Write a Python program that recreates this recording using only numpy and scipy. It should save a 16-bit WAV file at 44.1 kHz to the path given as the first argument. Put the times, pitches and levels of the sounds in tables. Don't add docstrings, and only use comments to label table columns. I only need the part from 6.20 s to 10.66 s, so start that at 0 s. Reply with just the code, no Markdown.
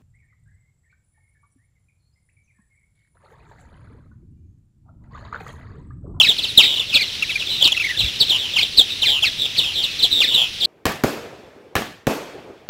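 import sys
import numpy as np
from scipy import signal
from scipy.fft import rfft, irfft, next_fast_len
from scipy.io import wavfile
from scipy.ndimage import map_coordinates

SR = 44100
rng = np.random.default_rng(int(sys.argv[2]) if len(sys.argv) > 2 else 0)


def unload_audio(sound):
    columns = np.transpose(np.atleast_2d(sound))
    steps = np.round(np.clip(columns, -1, 1) * 32767)
    wavfile.write(sys.argv[1], SR, steps.astype(np.int16))


N = 196597

# (frequency [Hz], gain [dB])
THROAT = [(1600, -28.5), (2400, -10.5), (3200, -3), (3900, 0.5), (4700, -8), (6500, -23), (9000, -26)]
CHIRP_ARCH = -0.95


def amp(db):
    return 10 ** (np.asarray(db) / 20)


def colour(points, hz):
    point_hz, level_db = np.transpose(points)
    return amp(np.interp(np.log(hz + 1), np.log(point_hz), level_db))


def wobble(rate, size):
    return map_coordinates(rng.standard_normal(4096), [np.arange(size) * rate / SR], mode="wrap")


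def filtered(x, response):
    size = next_fast_len(N + SR // 2)
    return irfft(rfft(x, size) * response(np.fft.rfftfreq(size, 1 / SR)), size)[:N]


def noise(spectrum):
    shaped = filtered(rng.standard_normal(N), lambda hz: colour(spectrum, hz))
    return shaped / np.sqrt(np.mean(shaped ** 2) + 1e-20)


def add(track, start_s, sound):
    at = round(start_s * SR) + np.arange(len(sound))
    inside = (at >= 0) & (at < N)
    track[at[inside]] += sound[inside]


def whistle(note, throat, attack_s, release_s, octave_db, waver, flutter_db,
            arch=0, hook=0, screech=0, trill=False):
    length, start_hz, end_hz, level_db, fade_db = note
    hook_s, settle_s = 0.0041, 0.032
    trill_hz, swing_hz, swing_db = 141.3, 193, 3.5
    t = np.arange(int(length * SR)) / SR
    progress = t / t[-1]
    bow = np.exp(arch * length * (1 - (2 * progress - 1) ** 2))
    glide_hz = start_hz * (end_hz / start_hz) ** progress * bow
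    glide_hz *= 1 - hook * np.exp(-t / hook_s)
    ragged = waver * wobble(396.7, len(t))
    ragged += screech * np.exp(-(t / settle_s) ** 2) * wobble(1125, len(t))
    trill_rate = trill_hz * (1 + 0.091 * wobble(41.6, len(t)))
    beat = 2 * np.pi * (rng.random() + np.cumsum(trill_rate) / SR)
    pitch_hz = glide_hz * (1 + ragged) + trill * swing_hz * np.sin(beat)
    phase = 2 * np.pi * np.cumsum(pitch_hz) / SR
    ramp = np.clip(np.minimum(t / attack_s, (t[-1] - t) / release_s), 0, 1)
    force = np.sin(np.pi / 2 * ramp) ** 2 * amp(-fade_db * progress)
    force /= np.max(force * colour(throat, glide_hz))
    overtones = sum(colour(throat, k * glide_hz) * np.sin(k * phase) / (k - 1) for k in (2, 3))
    tone = colour(throat, glide_hz) * np.sin(phase) + amp(octave_db) * overtones
    loudness = amp(level_db + flutter_db * wobble(205, len(t)) - trill * swing_db * np.cos(beat))
    return loudness * force * tone


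def surroundings(x, near_db, tail_db, t60, count=14):
    t = np.arange(SR // 2) / SR
    early = np.zeros(len(t))
    for delay, sign in zip(rng.uniform(.001, .014, count), rng.choice([-1, 1], count)):
        early[int(delay * SR)] += sign * np.exp(-delay / 0.008)
    tail = rng.standard_normal(len(t)) * amp(-60 * t / t60) * (1 - np.exp(-t / 0.0081))
    echoes = amp(near_db) * early / np.linalg.norm(early) + amp(tail_db) * tail / np.linalg.norm(tail)
    echoes[0] += 1
    return signal.fftconvolve(x, echoes)


def chirps(gain_db=1.17):
    # (time [s], length [s], start [Hz], end [Hz], relative level [dB], fade [dB])
    notes = [(-0.005, 0.03, 3807, 2515, -5, 4), (0.01, 0.036, 5300.0, 3580, -9.5, -16),
             (0.036, 0.05, 3193, 1560, -11.5, 7), (0.081, 0.044, 4240, 2920, -9, 7),
             (0.158, 0.027, 3840, 2330, -26.5, 2), (0.17, 0.039, 7000.0, 2190, -15.5, 24.0),
             (0.19, 0.056, 5850.0, 3760, -23.0, -6.0), (0.218, 0.044, 7000.0, 2413, -18, 9.0),
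             (0.234, 0.086, 6920, 3400.0, -25, 8), (0.372, 0.08, 4323, 1727, 0, 15.5),
             (0.435, 0.029, 3040, 1990, -18, 4), (0.544, 0.045, 5500, 2750.0, -21, 6),
             (0.591, 0.049, 4245, 1924, -18, 13), (0.688, 0.048, 4300.0, 2400.0, -25.5, -9),
             (0.725, 0.03, 3344, 2210, -17.5, 2), (0.732, 0.05, 5616, 2770, -6.5, 25.0),
             (0.754, 0.054, 3094, 1904, -13, 12.5), (0.801, 0.041, 2633, 1932, -21, 6),
             (0.823, 0.025, 4240, 2490, -20.5, 4.0), (0.93, 0.034, 6120, 4190, -31, 8),
             (1.09, 0.084, 4610, 1960, -23.5, 5), (1.191, 0.039, 4350.0, 2433, -22.5, -7),
             (1.43, 0.051, 5580, 2870, -7.5, 21), (1.473, 0.029, 3790, 2150.0, -18, 23),
             (1.677, 0.035, 4290, 2410, -29, -17), (1.769, 0.03, 4025, 2650.0, -20, 16),
             (1.783, 0.055, 5100.0, 1992, -14.5, 26.0), (1.836, 0.044, 3110, 1790, -25, 8.0),
             (1.875, 0.037, 3940, 2490, -23.5, 10), (1.933, 0.018, 3450, 2690, -25, 5.0),
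             (1.938, 0.04, 5570, 3350.0, -28, 0.0), (1.988, 0.05, 6134, 2860, -8, 22),
             (2.052, 0.055, 4920, 3076, -21, 1), (2.089, 0.048, 4600.0, 2693, -10, 11.5),
             (2.146, 0.038, 3303, 2036, -24.5, 15), (2.331, 0.033, 4075, 2630, -25, -3),
             (2.357, 0.04, 3750.0, 1950.0, -11.5, -1.5), (2.384, 0.042, 3620, 2110, -11.5, 8.5),
             (2.407, 0.064, 6100.0, 2450.0, -18.5, 14), (2.559, 0.065, 5170, 3124, -7, 5),
             (2.673, 0.036, 4330, 2370, -29.5, -11), (2.813, 0.076, 4520, 1504, -13, -3),
             (2.879, 0.036, 2800.0, 1720, -24.5, 7), (3.02, 0.071, 3800.0, 1611, -12, -0.5),
             (3.248, 0.024, 3840, 2170, -23.5, 12.0), (3.343, 0.036, 4360, 1753, -23.5, -7),
             (3.364, 0.055, 6210, 2478, -10, 19), (3.427, 0.026, 3216, 2480, -20.0, -13),
             (3.622, 0.035, 5350.0, 3190, -15, 19), (3.774, 0.051, 5660, 2814, -19.0, 11),
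             (3.818, 0.052, 4776, 2844, -9.5, 20), (3.997, 0.059, 4216, 1604, -10, -5),
             (4.051, 0.052, 2956, 1352, -24, 5.0), (4.128, 0.039, 4600.0, 3500, -12.5, -5),
             (4.384, 0.042, 6970, 3350.0, -19.5, 5.5), (4.436, 0.024, 4890, 4030, -11, 7)]
    strain_from_hz, strain_full_hz = 4350, 4760
    out = np.zeros(N)
    for start_s, *note in notes:
        length, start_hz, _, level_db, _ = note
        strain = np.clip((start_hz - strain_from_hz) / (strain_full_hz - strain_from_hz), 0, 1)
        attack_s = 0.01 + 0.026 * strain * min(1, length / 0.056)
        screech = (0.016 + 0.0575 * strain) * min(1, amp(level_db + 7.5))
        chirp = whistle(note, THROAT, attack_s, release_s=0.0057, octave_db=-7.5, waver=0.0095,
                        flutter_db=2.2, arch=CHIRP_ARCH, hook=0.0592, screech=screech)
        add(out, start_s, surroundings(chirp, near_db=-5, tail_db=-8, t60=0.13))
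    return amp(gain_db) * out


def colony_haze():
    # (frequency [Hz], relative level [dB])
    spectrum = [(700, -19), (1200, -17.5), (1700, -9.5), (2200, -4), (2700, 1.5), (3700, 5), (4600, -3.5),
                (5700, -4.5), (7000, -17.5), (8300, -24), (10000, -29), (11000, -24), (13500, -33),
                (15700, -32)]
    return amp(-30.5 + 0.93 * wobble(9, N)) * noise(spectrum)


def breeze():
    # (frequency [Hz], relative level [dB])
    spectrum = [(12, -35), (20, 2.5), (113, 6.5), (202, 1.5), (354, -2), (424, -2.5), (566, -6.5),
                (630, -12.5), (841, -15), (1500, -35), (1950, -88), (3300, -120)]
    return amp(-44.5 + 0.21 * wobble(6.56, N)) * noise(spectrum)


def hum(pitch_hz=96):
    phase = 2 * np.pi * np.cumsum(pitch_hz + 3 * wobble(7, N)) / SR
    return amp(-50.0 + 3.4 * wobble(4.46, N)) * np.sin(phase)


def insects():
    # (frequency [Hz], relative level [dB])
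    spectrum = [(8500, -60), (9300, -7), (9650, -3), (10000, -7), (10800, -60)]
    return amp(-55.5 + 3.0 * wobble(16, N)) * noise(spectrum)


def far_birds(count=110, level_db=-34.0, spread_db=7):
    out = np.zeros(N)
    for k, (when, span, high, loud) in enumerate(rng.random((count, 4))):
        top_hz = 3100 + 2100 * high
        note = (0.0211 + 0.02424 * span, top_hz, top_hz * .67, level_db + spread_db * loud, 3)
        call = whistle(note, THROAT, attack_s=.006, release_s=.006, octave_db=-15,
                       waver=.008, flutter_db=2, arch=CHIRP_ARCH)
        add(out, (k + when) / count * N / SR, call)
    return surroundings(out, near_db=-8, tail_db=-6, t60=.35)[:N]


def buzzes(gain_db=2.0):
    # (time [s], length [s], start [Hz], end [Hz], relative level [dB], fade [dB])
    notes = [(0.409, 0.26, 3290, 2817, -21, 8.0), (0.416, 0.15, 3827, 3432, -14, 12),
             (1.262, 0.17, 3587, 2460, -25, 10), (1.288, 0.17, 4000.0, 3530, -22, 9.0),
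             (1.401, 0.11, 3430, 2586, -16.5, 0), (1.777, 0.11, 4100.0, 3415, -20, 6.5),
             (2.117, 0.068, 3325, 2856, -17, 5), (2.173, 0.15, 3900, 2507, -24.5, -1.5),
             (2.411, 0.043, 3500.0, 3360, -16, 2), (2.691, 0.06, 3863, 3604, -22.5, -1),
             (2.86, 0.15, 3660, 2696, -15.5, -0.5), (2.876, 0.073, 3800.0, 3590, -20, 11),
             (3.176, 0.1, 3740, 3490, -18.5, -8.5), (3.4, 0.12, 3860, 2800.0, -23, -4),
             (3.527, 0.098, 4264, 3416, -24, -7), (3.545, 0.17, 3637, 2566, -22.5, 2),
             (3.903, 0.11, 3896, 3513, -17, -1.0), (4.07, 0.19, 3640, 3177, -17, 33),
             (4.098, 0.19, 3107, 2660, -22.5, 1.5), (4.165, 0.097, 3500.0, 3050.0, -14, 10.5),
             (4.408, 0.06, 3517, 3330, -19, -2)]
    out = np.zeros(N)
    for start_s, *note in notes:
        buzz = whistle(note, THROAT, attack_s=0.02, release_s=0.024, octave_db=-22,
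                       waver=0.01345, flutter_db=2.0, trill=True)
        add(out, start_s, surroundings(buzz, near_db=-11, tail_db=-10, t60=0.17))
    return amp(gain_db) * out


def chips():
    # (time [s], length [s], start [Hz], end [Hz], level [dB], fade [dB])
    notes = [(1.023, 0.029, 2698, 1580, -10, 22.5), (1.092, 0.026, 2554, 1810, -17, 12),
             (1.155, 0.028, 2396, 1695, -15, 14), (1.423, 0.007, 3490, 3200, -1.5, 8),
             (1.519, 0.0111, 3464, 2680, -8.5, 3), (1.546, 0.0078, 2180, 1900, -25, -1),
             (1.567, 0.014, 2700, 2490, -10.5, 4.5), (1.597, 0.034, 2390, 2098, -15, 2.5),
             (1.64, 0.041, 2003, 1820, -20, 0), (1.688, 0.039, 1744, 1615, -22.5, 3),
             (1.738, .04, 1550, 1465, -34.5, 8)]
    # (frequency [Hz], gain [dB])
    throat = [(1300, -13), (2400, 10), (7000, -1), (12000, -22)]
    out = np.zeros(N)
    for start_s, *note in notes:
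        chip = whistle(note, throat, attack_s=0.0027, release_s=0.0027, octave_db=-15,
                       waver=0.025, flutter_db=2.6, arch=4.3)
        add(out, start_s, surroundings(chip, near_db=-6.5, tail_db=-40, t60=.2))
    return out


def bill_snaps(decay_s=0.005):
    # (time [s], level [dB])
    snaps = [(1.4233, -24), (1.477, -11), (1.5215, -40)]
    # (frequency [Hz], relative level [dB])
    spectrum = [(300, -4), (1500, -15), (3500, -3), (6500, 3), (10000, -18), (15000, -12)]
    t = np.arange(SR // 20) / SR
    bursts = np.zeros(N)
    for start_s, level_db in snaps:
        add(bursts, start_s, amp(level_db - 60 * t / decay_s))
    return bursts * noise(spectrum)


def air_puff():
    # (peak time [s], width [s], level [dB])
    puffs = [(1.838, .024, -26.5)]
    # (frequency [Hz], relative level [dB])
    spectrum = [(20, -10), (40, -3), (62, 2), (115, 0), (200, -15), (400, -35), (1000, -80)]
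    t = np.arange(N) / SR
    swell = sum(amp(db) * np.exp(-.5 * ((t - peak_s) / width) ** 2) for peak_s, width, db in puffs)
    return swell * noise(spectrum)


def scene():
    birds = chirps() + chips() + buzzes() + bill_snaps() + far_birds()
    return (birds + insects() + colony_haze() + breeze() + air_puff() + hum())[None]


def record(dry):
    # (shift [Hz], gain [dB])
    shifts = [(-4000, -21.5), (4006.5, -22.5), (8001.5, -28.5), (11998.5, -33), (-8000, -30.5),
              (-12000, -34), (-16000, -35.5)]
    # (frequency [Hz], relative level [dB])
    grit_spectrum = [(300, 13.5), (1200, -10.5), (3000, -8), (6000, -11.5), (12000, -10.0)]
    low_cut_hz, top_hz = 1200, 15750
    t = np.arange(N) / SR
    treble = filtered(dry[0], lambda hz: hz ** 2 / (hz ** 2 + low_cut_hz ** 2))
    shiftable = signal.hilbert(treble)
    mirrors = sum(amp(db) * np.real(shiftable * np.exp(2j * np.pi * hz * t)) for hz, db in shifts)
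    grit = amp(-17.5) * shiftable.imag * noise(grit_spectrum)
    clipped = np.clip(dry[0] + mirrors + grit, -1, 1)
    return filtered(clipped, lambda hz: hz < top_hz)[None]


dry = scene()
out = record(dry)
unload_audio(out)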